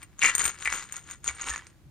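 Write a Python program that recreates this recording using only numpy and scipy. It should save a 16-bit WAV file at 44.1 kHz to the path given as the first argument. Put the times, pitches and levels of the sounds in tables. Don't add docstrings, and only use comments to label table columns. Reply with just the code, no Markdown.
import sys
import numpy as np
from scipy import signal
from scipy.fft import rfft, irfft
from scipy.io import wavfile

SR = 44100
rng = np.random.default_rng(int(sys.argv[2]) if len(sys.argv) > 2 else 0)


def magnitude_from_level(level_db):
    exponent = np.asarray(level_db, float) / 20
    return 10 ** exponent


def generate_wav(sig):
    pcm = np.round(np.clip(np.atleast_2d(sig).T, -1, 1) * 32767).astype(np.int16)
    wavfile.write(sys.argv[1], SR, pcm)


N = 83790
TIME_S = np.arange(N) / SR


def evened(x):
    return x / np.sqrt(np.mean(x ** 2) + 1e-20)


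def read(points, hz):
    table_hz, value = np.transpose(points)
    return np.interp(np.log(hz + 1), np.log(table_hz + 1), value)


def curve(points, column):
    return np.interp(TIME_S, [p[0] for p in points], [p[column] for p in points])


def noise_pair(gain, likeness):
    a, b = rfft(rng.standard_normal((2, N)))
    likeness = np.clip(likeness, -1, 1)
    other = likeness * a + np.sqrt(1 - likeness ** 2) * b
    return evened(irfft(gain * np.array([a, other]), N))


# [dB per Hz, relative]
ROOM_SPECTRUM = [(20, -45.5), (60, -1), (131, -9.5), (265, -18), (342, -15), (393, -25.5), (15200, -45.5),
                 (16500, -61)]
# pitch_hz [Hz], likeness [left-right, 0 to 1]
ROOM_LIKENESS = [(60, 0.37), (300, 0.89), (3770, 0.11), (15000, 0.098)]


def room():
    room_db = -56
    hz = np.fft.rfftfreq(N, 1 / SR)
    return magnitude_from_level(room_db) * noise_pair(magnitude_from_level(read(ROOM_SPECTRUM, hz)), read(ROOM_LIKENESS, hz))


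def blow_train(s, size):
    return np.bincount(np.clip((s * SR).astype(int), 0, N - 1), size, N)


def ring(modes, s, weights, rise_s):
    t, out = np.arange(SR // 8) / SR, np.zeros(N)
    rise = np.sin(np.pi / 2 * np.minimum(t / rise_s, 1)) ** 2
    for (hz, db, t60_s), weight in zip(modes, weights.T):
        mode = rise * magnitude_from_level(db - 60 * t / t60_s) * np.sin(2 * np.pi * hz * t)
        out += signal.oaconvolve(blow_train(s, weight), mode)[:N]
    return out


# [dB, relative]
TICK_COLOUR = [(150, -12.5), (350, -9), (650, -12), (1300, 0.5), (2200, -1), (4500, -13), (8000, -16),
               (10500, -27), (12000, -37.5), (16500, -60)]
TICK_T60_S = 0.0098


def ticks(s, size, t60_s=TICK_T60_S, tilt_db_per_oct=0):
    first_touch = 3.19
    t, out, pick = np.arange(512) / SR, np.zeros(N), np.arange(len(s)) % 8
    hz = abs(np.fft.fftfreq(1024, 1 / SR))
    log_gain = np.log(magnitude_from_level(read(TICK_COLOUR, hz) + tilt_db_per_oct * np.log2(1 + hz / 1e3)))
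    colour = np.fft.ifft(np.exp(np.conj(signal.hilbert(log_gain)))).real[:512]
    for k, burst in enumerate(rng.standard_normal((8, 512))):
        burst[0] = first_touch
        burst = np.convolve(burst * magnitude_from_level(-60 * t / t60_s), colour)
        out += signal.oaconvolve(blow_train(s, size * (pick == k)), burst / abs(burst).max())[:N]
    return out


# start_s [s], knock_level_db [dB], clink_level_db [dB]
TUMBLING = [(0, -65.5, -75), (0.03, -50.5, -57.5), (0.06, -71.5, -87), (0.17, -71.5, -91), (0.19, -65, -55),
            (0.215, -45, -49), (0.26, -31, -34), (0.3, -32, -42), (0.34, -41.5, -57), (0.375, -44, -62),
            (0.395, -41, -35.5), (0.44, -39, -41), (0.49, -43, -41), (0.52, -53, -54.5),
            (0.575, -56.5, -66), (0.61, -52, -52), (0.71, -39.5, -51.5), (0.74, -43, -43.5),
            (0.81, -45, -50.5), (0.86, -57.5, -62), (0.92, -50.5, -66.5), (0.97, -52.5, -50),
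            (1.0, -61, -66), (1.05, -65, -67), (1.1, -52, -53.5), (1.14, -53.5, -59.5), (1.18, -71, -81),
            (1.225, -82.5, -78.5), (1.25, -65, -47), (1.29, -40.5, -43.5), (1.335, -56.5, -61.5),
            (1.42, -44.5, -56), (1.495, -41.5, -42.5), (1.57, -48, -59.5), (1.62, -56.5, -71.5),
            (1.7, -67.5, -78), (1.9, -98.5, -100.5)]


def tumble():
    contacts_per_s = 850
    slam_db, slam_hz, slide_hz = -37.5, 2230, 1500
    pitch_spread_oct = 0.14
    patter_db, patter_t60_s = 1, 0.004
    hit, big, tone = rng.random(N), rng.exponential(1, (2, N)), rng.standard_normal((3, N))
    knocks = hit < contacts_per_s / SR
    rings = hit > 1 - contacts_per_s / SR
    knock_curve_db = curve(TUMBLING, 1)
    size_db = 4.5 * np.minimum(big, 3) + [knock_curve_db, curve(TUMBLING, 2)]
    knock_db, ring_db = size_db[0, knocks], size_db[1, rings]
    soft = 1 / (1 + magnitude_from_level(2 * (knock_curve_db[knocks] - slam_db)))
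    spread_oct = pitch_spread_oct * tone[0, knocks] * (1 + 2 * soft)
    hz = slam_hz * (slide_hz / slam_hz) ** soft ** 2 * 2 ** spread_oct
    knocking = clacks(TIME_S[knocks], knock_db - 9 * soft, hz)
    patter = ticks(TIME_S[knocks], soft * magnitude_from_level(knock_db + patter_db), patter_t60_s)
    middle_db = 7 * tone[1, rings] - 3
    top_db = -31.5 + 6 * tone[2, rings]
    clinking = clinks(TIME_S[rings], ring_db, middle_db, top_db, tick_db=3, scatter_db=4)
    return knocking + patter + clinking


# start_s [s], front_share [0 left, 1 front]
BOTTLE_PATH = [(.5, 0), (1.15, 0.3), (1.55, 0.81)]
# pitch_hz [Hz], left_over_right_db [dB] and left_lead [rad] with the
# bottle at the left, then front_left_over_right_db [dB] and front_left_lead [rad] in front
PORT_DIFFERENCES = [(300, 2, -.1, -2, .3), (1200, 3, .2, -2, .1), (2200, 3, .7, -2, .3),
                    (4000, 8, .7, 6, 0), (5300, 0, .2, 0, 0), (6700, 10, 2.6, -3, .7),
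                    (8650, 7, -.9, 3, -.8), (13500, 3, 1.4, 1, 2.8)]


def ports(x):
    hz, rows = np.fft.rfftfreq(N, 1 / SR), np.array(PORT_DIFFERENCES)
    front, out = np.clip(curve(BOTTLE_PATH, 1), 0, 1), 0
    for k, share in ((1, 1 - front), (3, front)):
        level_db, lead = read(rows[:, [0, k]], hz), read(rows[:, [0, k + 1]], hz)
        half = magnitude_from_level(level_db / 2) * np.exp(.5j * lead)
        out = out + share * irfft(rfft(x) * np.array([half, 1 / half]), N)
    return out


def echoes(x):
    wet_db, wet_t60_s = -11.5, 0.08
    tail = rng.standard_normal((2, SR // 4)) * magnitude_from_level(-60 * np.arange(SR // 4) / SR / wet_t60_s)
    tail[:, :130] = 0
    tail /= np.linalg.norm(tail[0])
    return magnitude_from_level(wet_db) * signal.fftconvolve(x[None], tail, axes=1)[:, :N]


# start_s [s], level_db [dB], middle_over_low_ring_db [dB]
WALL_CLINKS = [(0.0294, -32, 31), (0.192, -29, -11.5), (0.2284, -19.5, -27), (0.2359, -15.5, -32),
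               (0.2597, -15.5, -24), (0.3511, -14.5, 3.5), (0.3807, -16, 8), (0.4415, -15.5, 5),
               (0.453, -12, 3.5), (0.4623, -15.5, 16), (0.4789, -18.5, 6), (0.6487, -30, 9),
               (0.7267, -24.5, -13), (0.7369, -29.5, -4), (0.9232, -25, 1.5), (0.9655, -27, -3.5),
               (1.1112, -29, -5.5), (1.2427, -26.5, 4.5), (1.2778, -15.5, -21.5), (1.4126, -25, -26.5),
               (1.419, -25.5, -8.5), (1.4721, -29.5, -22.5), (1.4882, -32, -1), (1.495, -26, -5),
               (1.5003, -24, -12), (1.5599, -27, -27.5), (1.5784, -37.5, -3)]
# pitch_hz [Hz], level_db [dB, relative], t60_s [s]
WALL_MODES = [(5290, -18, 0.013), (6676, -2.5, 0.035), (6775, -0.5, 0.013), (8730, -7, 0.0099),
              (8648, -4.5, 0.038), (9870, -17, 0.014), (13520, -2, 0.05), (13500, -3, .02)]
WALL_HZ = np.array(WALL_MODES)[:, 0]
SPLIT_HZ, TOP_HZ = 7700, 12000
WALL_RISE_S, TOP_DB = 0.00055, -18.5


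def clinks(s, db, middle_db, top_db, tick_db, scatter_db):
    size = magnitude_from_level(db)
    low = 1 / np.sqrt(1 + magnitude_from_level(middle_db) ** 2)[:, None]
    middle = np.sqrt(1 - low ** 2)
    share = np.where(WALL_HZ > TOP_HZ, magnitude_from_level(top_db)[:, None], np.where(WALL_HZ > SPLIT_HZ, middle, low))
    chance = rng.standard_normal((len(s), 2, len(WALL_MODES)))
    scatter = magnitude_from_level(scatter_db * chance[:, 0])
    sign = np.sign(chance[:, 1] + 1)
    weights = size[:, None] * share * scatter * sign
    return ring(WALL_MODES, s, weights, WALL_RISE_S) + ticks(s, size * magnitude_from_level(tick_db))


def wall_clinks():
    s, db, middle_db = np.transpose(WALL_CLINKS)
    top_db = TOP_DB + 0.7 * np.minimum(middle_db, 0)
    return clinks(s, db, middle_db, top_db, tick_db=-5.5, scatter_db=0.34)


# start_s [s], level_db [dB]
PILL_SNAPS = [(0.1188, -54), (0.2189, -15), (0.2358, -17.5), (0.3514, -11.5), (0.3833, -21.0),
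              (0.5007, -20), (0.5455, -33), (0.588, -32), (0.6014, -31), (0.625, -22), (0.702, -21),
              (0.7224, -21), (0.7259, -11), (0.7382, -16), (0.7579, -25.0), (0.8253, -25), (0.865, -50),
              (0.89, -35.5), (0.942, -26), (0.9708, -29.5), (1.0627, -46.5), (1.09, -30.5), (1.1337, -36.0),
              (1.2498, -34.5), (1.442, -23), (1.4861, -16.5), (1.5375, -21.5), (1.5499, -28),
              (1.5606, -18.5), (1.5786, -25), (1.6457, -44), (1.6686, -31.5), (1.7007, -46)]


def snaps(s, db):
    snap_t60_s, tilt_db_per_oct, shake_db = 0.003, 2.5, -16
    chance = rng.standard_normal((len(s), len(WALL_MODES)))
    shake = magnitude_from_level(db + shake_db)[:, None] * chance * np.where(WALL_HZ > TOP_HZ, magnitude_from_level(TOP_DB), 1)
    return ticks(s, magnitude_from_level(db), snap_t60_s, tilt_db_per_oct) + ring(WALL_MODES, s, shake, WALL_RISE_S)


# [Hz, favoured]
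BASE_CLACKS = [(0.217, -16.5, 2700), (0.225, -11.5, 2330), (0.232, -13, 2110), (0.2432, -7.5, 2460),
               (0.2492, -7.5, 2185), (0.2559, -14, 2080), (0.263, -16, 2540), (0.2735, -16, 2320),
               (0.4028, -22.5, 2030), (0.656, -18, 2280), (0.6593, -17, 1970), (0.6749, -12, 2110),
               (0.6985, -39, 2000), (1.2889, -22, 2175), (1.2971, -47, 1910), (1.472, -23, 1010.0),
               (1.5136, -24.5, 1780), (1.54, -25.5, 1780), (1.592, -34, 1780), (1.621, -37, 1050.0)]
# pitch_hz [Hz], level_db [dB, relative], t60_s [s]
BASE_MODES = [(1010, -7, .03), (1430, -8, .018), (1670, -4, .035), (1780, -4, .09), (1965, 0, .045),
              (2085, -2, .035), (2240, 0, .05), (2366, -2, .035), (2770, -3, .045), (3150, -5, .025)]


def clacks(s, db, hz):
    base_rise_s, reach_floor_db = 0.00073, -22
    tick_db, tick_tilt_db_per_oct = -7, 5.5
    reach_oct = np.where(hz < 1850, 0.03, 0.12)[:, None]
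    away = np.log2(np.array(BASE_MODES)[:, 0] / hz[:, None]) / reach_oct
    reach = np.exp(-away ** 2 / 2) + magnitude_from_level(reach_floor_db) * rng.standard_normal(away.shape)
    reach /= np.linalg.norm(reach, axis=1)[:, None]
    ringing = ring(BASE_MODES, s, magnitude_from_level(db)[:, None] * reach, base_rise_s)
    return ringing + ticks(s, magnitude_from_level(db + tick_db), TICK_T60_S, tick_tilt_db_per_oct)


# start_s [s], level_db [dB, envelope peak at the left], pitch_hz [Hz]
HAND_THUDS = [(0.439, -41, 66), (0.67, -44, 64.8), (1.287, -41, 67), (1.431, -48, 57), (1.494, -38, 61),
              (1.855, -46, 135)]


def thuds():
    rise_s, right_gain, out = 0.016, 0.7, np.zeros(N)
    for s, db, hz in HAND_THUDS:
        age = np.maximum(TIME_S - s, 0)
        envelope = age / rise_s * np.exp(1 - age / rise_s)
        out += magnitude_from_level(db) * envelope * np.sin(2 * np.pi * hz * age)
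    return out * np.array([[1], [right_gain]])


def scene():
    bottle = tumble() + wall_clinks() + snaps(*np.transpose(PILL_SNAPS)) + clacks(*np.transpose(BASE_CLACKS))
    return ports(bottle) + echoes(bottle) + thuds() + room()


def roll_off(x):
    return signal.sosfilt(signal.butter(12, 16650, fs=SR, output="sos"), x)


def record(dry):
    return roll_off(dry)


dry = scene()
out = record(dry)
generate_wav(out)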